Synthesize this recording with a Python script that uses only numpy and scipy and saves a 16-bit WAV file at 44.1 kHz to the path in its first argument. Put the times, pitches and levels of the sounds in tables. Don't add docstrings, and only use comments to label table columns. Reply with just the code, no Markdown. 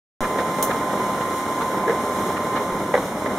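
import sys
import numpy as np
from scipy import signal
from scipy.fft import rfft, irfft
from scipy.io import wavfile

SR = 44100
rng = np.random.default_rng(int(sys.argv[2]) if len(sys.argv) > 2 else 0)


def wav_out(sig):
    wavfile.write(sys.argv[1], SR, np.round(np.clip(np.atleast_2d(sig).T, -1, 1) * 32767).astype(np.int16))


N = 149058

# start_s, level_db, pitch_hz, decay_s
SUB_BASS_SWINGS = [(.206, -20, 12, .025), (2.72, -35, 32, .035)]

# time_s, pitch_hz, level_db (before the trim)
WHINE = [(.2, 1030, -27), (.42, 1034, -27.5), (.6, 1043, -27.5), (.78, 1041, -28), (1.05, 1028, -26),
         (1.3, 1040, -28), (1.65, 1036, -28), (1.92, 1033, -27), (2.14, 1043, -27), (2.42, 1038, -28),
         (2.57, 1041, -27), (2.7, 1040, -30.5), (2.88, 1031, -33), (3.15, 1030, -41), (3.22, 1043, -32.5),
         (3.34, 1048, -29), (3.38, 1046, -31)]
WHINE_TRIM_DB, OCTAVE_DB, WHINE_LEFT_OVER_RIGHT_DB = -1.2, -16.5, -2.5
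WHINE_FLUTTER, WHINE_JITTER = 0.14, 0.0014
HUM_HZ, HUM_DB = 201.1, -42

# frequency_hz, relative level_db per Hz
RUMBLE_COLOUR = [(25, -35), (45, -16), (65, -16.5), (90, -9.5), (130, -6), (175, -2), (240, -1),
                 (350, 0.65), (440, -4), (510, -.5), (610, -1.5), (690, -6), (860, -4), (1000, -1.5),
                 (1130, -7), (1400, -9), (1650, -12.5), (2100, -12), (2500, -17.5), (3200, -24.5),
                 (4500, -27.5), (8000, -47)]
# time_s, relative level_db
RUMBLE_LEVEL = [(.2, 2.5), (.3, 0), (.48, 0.5), (.58, 0), (.72, 1.5), (.82, -0.5), (1.0, 0.5), (1.4, -1),
                (1.65, 0), (2.0, 1), (2.11, -0.5), (2.26, 0.7), (2.55, .5), (2.65, -0.5), (2.76, 0),
                (2.89, -1), (3.02, 1), (3.15, -0.5), (3.33, 1)]
RUMBLE_DB, RUMBLE_SWELL_DB, RUMBLE_FLICKER_DB = -25, 0.57, 0.36
CHATTER_PER_S, CHATTER_SPREAD_DB, CHATTER_POWER_SHARE = 500, 2.1, 0.34

# frequency_hz, relative level_db per Hz
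HISS_COLOUR = [(500, -53), (2500, 3), (4000, 3), (6000, 1), (8600, 1.5), (10500, -2), (13500, -3.5),
               (15500, -14.5)]
# time_s, relative level_db
HISS_LEVEL = [(.2, 1.5), (1.0, -1), (1.1, 0), (1.3, 0.5), (1.9, -0.5), (2.03, 1.5), (2.28, 1), (2.43, 1.5),
              (2.65, 0), (3.38, 0.1)]
HISS_DB, HISS_SWELL_DB = -37.5, 1.03

# time_s, relative level_db
TREBLE_LEVEL = [(.2, -0.9), (1.1, 0.6), (2.0, -1), (2.5, -0.5), (2.85, -1.5), (3.38, -2)]
TREBLE_FROM_HZ = 590

# start_s, length_s, level_db, brightness_db
SCRAPES = [(.228, .035, -24.5, -6), (.38, .035, -33, 5), (.703, .02, -23, -5), (1.2, .04, -29.5, -4),
           (1.607, .025, -26, -1), (2.366, .017, -25.5, -3), (2.552, .034, -27.5, 2), (3.255, .022, -32, 3)]
# frequency_hz, relative level_db per Hz
SCRAPE_COLOUR = [(500, -20), (900, -2), (1400, 0), (2100, -4), (3200, -11), (4200, -14), (7000, -32),
                 (12000, -48)]
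SCRAPE_BRIGHT_HZ, SCRAPE_GRAINS_PER_S = 2500, 1800

# start_s, level_db, ring pitch ratio, clatter_db (relative to the knock), rattle decay_s
KNOCKS = [(.356, -14.5, .8, -7, .015), (.386, -10, .95, -6, .022), (.694, -13.5, .97, -6, .02),
          (1.8782, -9, .85, 0, .011), (1.8935, -7.5, .86, -7, .018), (1.9045, -14, .88, -4, .008),
          (2.262, -17.5, .75, -6, .02), (2.801, -16.5, .68, -6, .012), (2.9394, -2, 1.02, -2.5, .007),
          (2.9512, -9, 1, .5, .008), (2.9625, -16, 1, 1, .01), (2.9762, -18, 2, 3, .008),
          (3.2595, -13, 1.03, -3, .018)]
# frequency_hz (before the pitch ratio), level_db, t60_s
DRUM_MODES = [(495, -11, .13), (545, 0, .052), (760, -11, .06), (1030, -10, .035), (1660, -17, .035),
              (1950, -9, .032)]
# frequency_hz, relative level_db per Hz
CLATTER_COLOUR = [(80, -45), (250, -18), (480, -2), (800, 0), (1400, -4), (2050, -1), (3000, -18),
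                  (4200, -23), (7000, -36), (12000, -50)]
CLATTER_DB, RATTLE_DB, RATTLE_PER_S = -11, -10, 900
RING_RISE_S, RING_LOW_HZ = .0013, 330

# start_s, level_db
TICKS = [(.6258, -14.5), (.629, -16.5)]
# frequency_hz, relative level_db per Hz
TICK_COLOUR = [(1200, -15), (3000, -3), (4200, -1.5), (5200, -5), (6200, 4), (7500, 0), (9500, 3.5),
               (13400, 2.5), (15500, -2)]
# frequency_hz, relative level_db, t60_s
TICK_MODES = [(5969, -3, .2), (6130, -1, .2), (7232, -3, .2), (8408, 0, .2), (9578, -2, .17),
              (11585, -5, .17), (13312, -1, .19)]
SHIMMER_DB, SHIMMER_T60_S, TICK_RING_DB = -20, 0.18, -34
TICK_CRACK_S = .0012

# frequency_hz, level_db
SCATTER = [(60, -14), (130, -29), (300, -35), (600, -22), (1000, -15), (1500, -11.5), (2100, -2.5),
           (3000, -0.5), (6000, -4), (9000, -0.5), (12000, 2.5), (15000, -1)]
# frequency_hz, level_db
BALANCE = [(300, 0.3), (1000, -1), (2200, -2), (3500, -1.5), (6000, -0.7), (8700, 0.5), (11000, -0.5),
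           (15000, 0.5)]
CABINET_DB, CABINET_DECAY_S = -4, 0.0072

# frequency_hz, width_hz
NOTCHES = [(2605, 600), (4610, 1100), (7910, 620)]
OPENS_S, TOP_HZ = .206, 15700

SIDES = np.array([[1], [-1]])


def undb(db):
    return 10 ** (np.asarray(db) / 20)


def unit(x):
    return x / np.sqrt(np.mean(x ** 2))


def times():
    return np.arange(N) / SR


def since(start):
    return np.maximum(times() - start, 0)


def over_time(points):
    return np.interp(times(), *np.array(points).T)


def bins():
    return np.arange(N // 2 + 1) * SR / N + 1e-6


def over_hz(points):
    hz, value = np.array(points).T
    return np.interp(np.log(bins()), np.log(hz), value)


def colour(x, points):
    return unit(irfft(rfft(x) * undb(over_hz(points)), N))


def above(x, hz):
    return irfft(rfft(x) / (1 + (hz / bins()) ** 4), N)


def walk(rate_hz):
    band = np.exp(-(bins() / rate_hz) ** 2) * (bins() > 1 / 4)
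    return unit(irfft(rfft(rng.standard_normal(N)) * band, N))


def clicks(per_s, spread_db):
    struck = rng.random(N) < per_s / SR
    sign = rng.choice([-1, 1], N)
    size = undb(spread_db * np.minimum(rng.exponential(size=N), np.pi))
    return unit(struck * sign * size)


def spread(direct, scattered):
    scatter = undb(over_hz(SCATTER))
    both = (rfft(direct) + SIDES * scatter * rfft(scattered)) / np.sqrt(1 + scatter ** 2)
    return irfft(both * undb(SIDES * over_hz(BALANCE) / 2), N)


def coloured_noise(points):
    return colour(spread(*rng.standard_normal((2, N))), points)


def smear(x, decay_s):
    t = times()[:SR // 20]
    tail = rng.standard_normal(len(t)) * np.exp(-t / decay_s)
    tail = tail / np.linalg.norm(tail)
    return irfft(rfft(x, 2 * N) * rfft(tail, 2 * N))[..., :N]


def cabinet(x):
    return unit(x + undb(CABINET_DB) * smear(x, CABINET_DECAY_S))


def sub_bass_swings():
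    out = 0
    for start, db, hz, decay in SUB_BASS_SWINGS:
        age = since(start)
        out = out - undb(db) * np.exp(-age / decay) * np.sin(2 * np.pi * hz * age)
    return out


def motor():
    at, pitch, db = np.array(WHINE).T
    hz = np.interp(times(), at, pitch) * (1 + WHINE_JITTER * walk(16.2))
    phase = 2 * np.pi * np.cumsum(hz) / SR
    whine = np.sin(phase) * (1 + WHINE_FLUTTER * walk(64))
    whine = whine + undb(OCTAVE_DB) * np.sin(2 * phase) * (1 + 0.3 * walk(3.9))
    whine = whine * undb(np.interp(times(), at, db) + WHINE_TRIM_DB)
    whine = whine * undb(SIDES * WHINE_LEFT_OVER_RIGHT_DB / 2)
    hum = undb(HUM_DB) * np.sin(2 * np.pi * HUM_HZ * times()) * (1 + .4 * walk(7))
    return np.sqrt(2) * (whine + hum)


def shaking():
    chatter = cabinet(clicks(CHATTER_PER_S, CHATTER_SPREAD_DB))
    rolling = rng.standard_normal(N)
    return np.sqrt(CHATTER_POWER_SHARE) * chatter + np.sqrt(1 - CHATTER_POWER_SHARE) * rolling


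def drum():
    rumble_db = RUMBLE_DB + over_time(RUMBLE_LEVEL)
    rumble_db = rumble_db + RUMBLE_SWELL_DB * walk(22.0) + RUMBLE_FLICKER_DB * walk(64)
    rumble = colour(spread(shaking(), shaking()), RUMBLE_COLOUR) * undb(rumble_db)
    hiss_db = HISS_DB + over_time(HISS_LEVEL) + HISS_SWELL_DB * walk(9.1)
    hiss = coloured_noise(HISS_COLOUR) * undb(hiss_db)
    both = rumble + hiss
    return both + above(both, TREBLE_FROM_HZ) * (undb(over_time(TREBLE_LEVEL)) - 1)


def scrapes():
    grains = [cabinet(clicks(SCRAPE_GRAINS_PER_S, 1)) for _ in range(2)]
    grit = colour(spread(*grains), SCRAPE_COLOUR)
    edge = above(grit, SCRAPE_BRIGHT_HZ)
    out = 0
    for start, length, db, bright_db in SCRAPES:
        along = np.clip((times() - start) / length, 0, 1)
        swell = 2 * np.sqrt(along * (1 - along))
        out = out + undb(db) * swell * (grit + (undb(bright_db) - 1) * edge)
    return out


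def drum_ring(tuning):
    t = times()[:SR // 5]
    ring = 0
    for hz, db, t60 in DRUM_MODES:
        ring = ring + undb(db - 60 * t / t60) * np.sin(2 * np.pi * hz * tuning * t)
    return ring * (1 - np.exp(-t / RING_RISE_S))


def knocks():
    rattle = clicks(RATTLE_PER_S, 0.67)
    body, panel_level = 0, 0
    for start, db, tuning, clatter_db, decay in KNOCKS:
        fade = (times() >= start) * np.exp(-since(start) / decay)
        blow = signal.unit_impulse(N, int(start * SR))
        force = blow + undb(RATTLE_DB) * rattle * fade * np.sqrt(2 / (decay * SR))
        body = body - undb(db) * signal.fftconvolve(force, drum_ring(tuning))[:N]
        panel_level = panel_level + undb(db + clatter_db) * fade
    body = signal.lfilter(*signal.butter(2, RING_LOW_HZ, "high", fs=SR), body)
    quarter_turn = np.imag(signal.hilbert(body))
    clatter = coloured_noise(CLATTER_COLOUR) * panel_level
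    return spread(body, quarter_turn) + undb(CLATTER_DB) * clatter


def tick():
    start = TICKS[0][0]
    age = since(start)
    level = undb(SHIMMER_DB) * np.exp(-np.log(1000) * age / SHIMMER_T60_S)
    for at, db in TICKS:
        level = level + undb(db) * (times() >= at) * np.exp(-since(at) / TICK_CRACK_S)
    shimmer = coloured_noise(TICK_COLOUR) * level
    ring = 0
    for hz, db, t60 in TICK_MODES:
        turns = hz * age + rng.random((2, 1))
        ring = ring + undb(db) * np.exp(-np.log(1000) * age / t60) * np.sin(2 * np.pi * turns)
    return (shimmer + undb(TICK_RING_DB) * ring) * (times() >= start)


def scene():
    return sub_bass_swings() + motor() + drum() + scrapes() + knocks() + tick()


def record(dry):
    out = dry * (times() >= OPENS_S)
    for hz, width in NOTCHES:
        out = signal.lfilter(*signal.iirnotch(hz, hz / width, fs=SR), out)
    top_cut = signal.ellip(10, .2, 90, TOP_HZ, fs=SR, output="sos")
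    return signal.sosfilt(top_cut, out)


dry = scene()
out = record(dry)
wav_out(out)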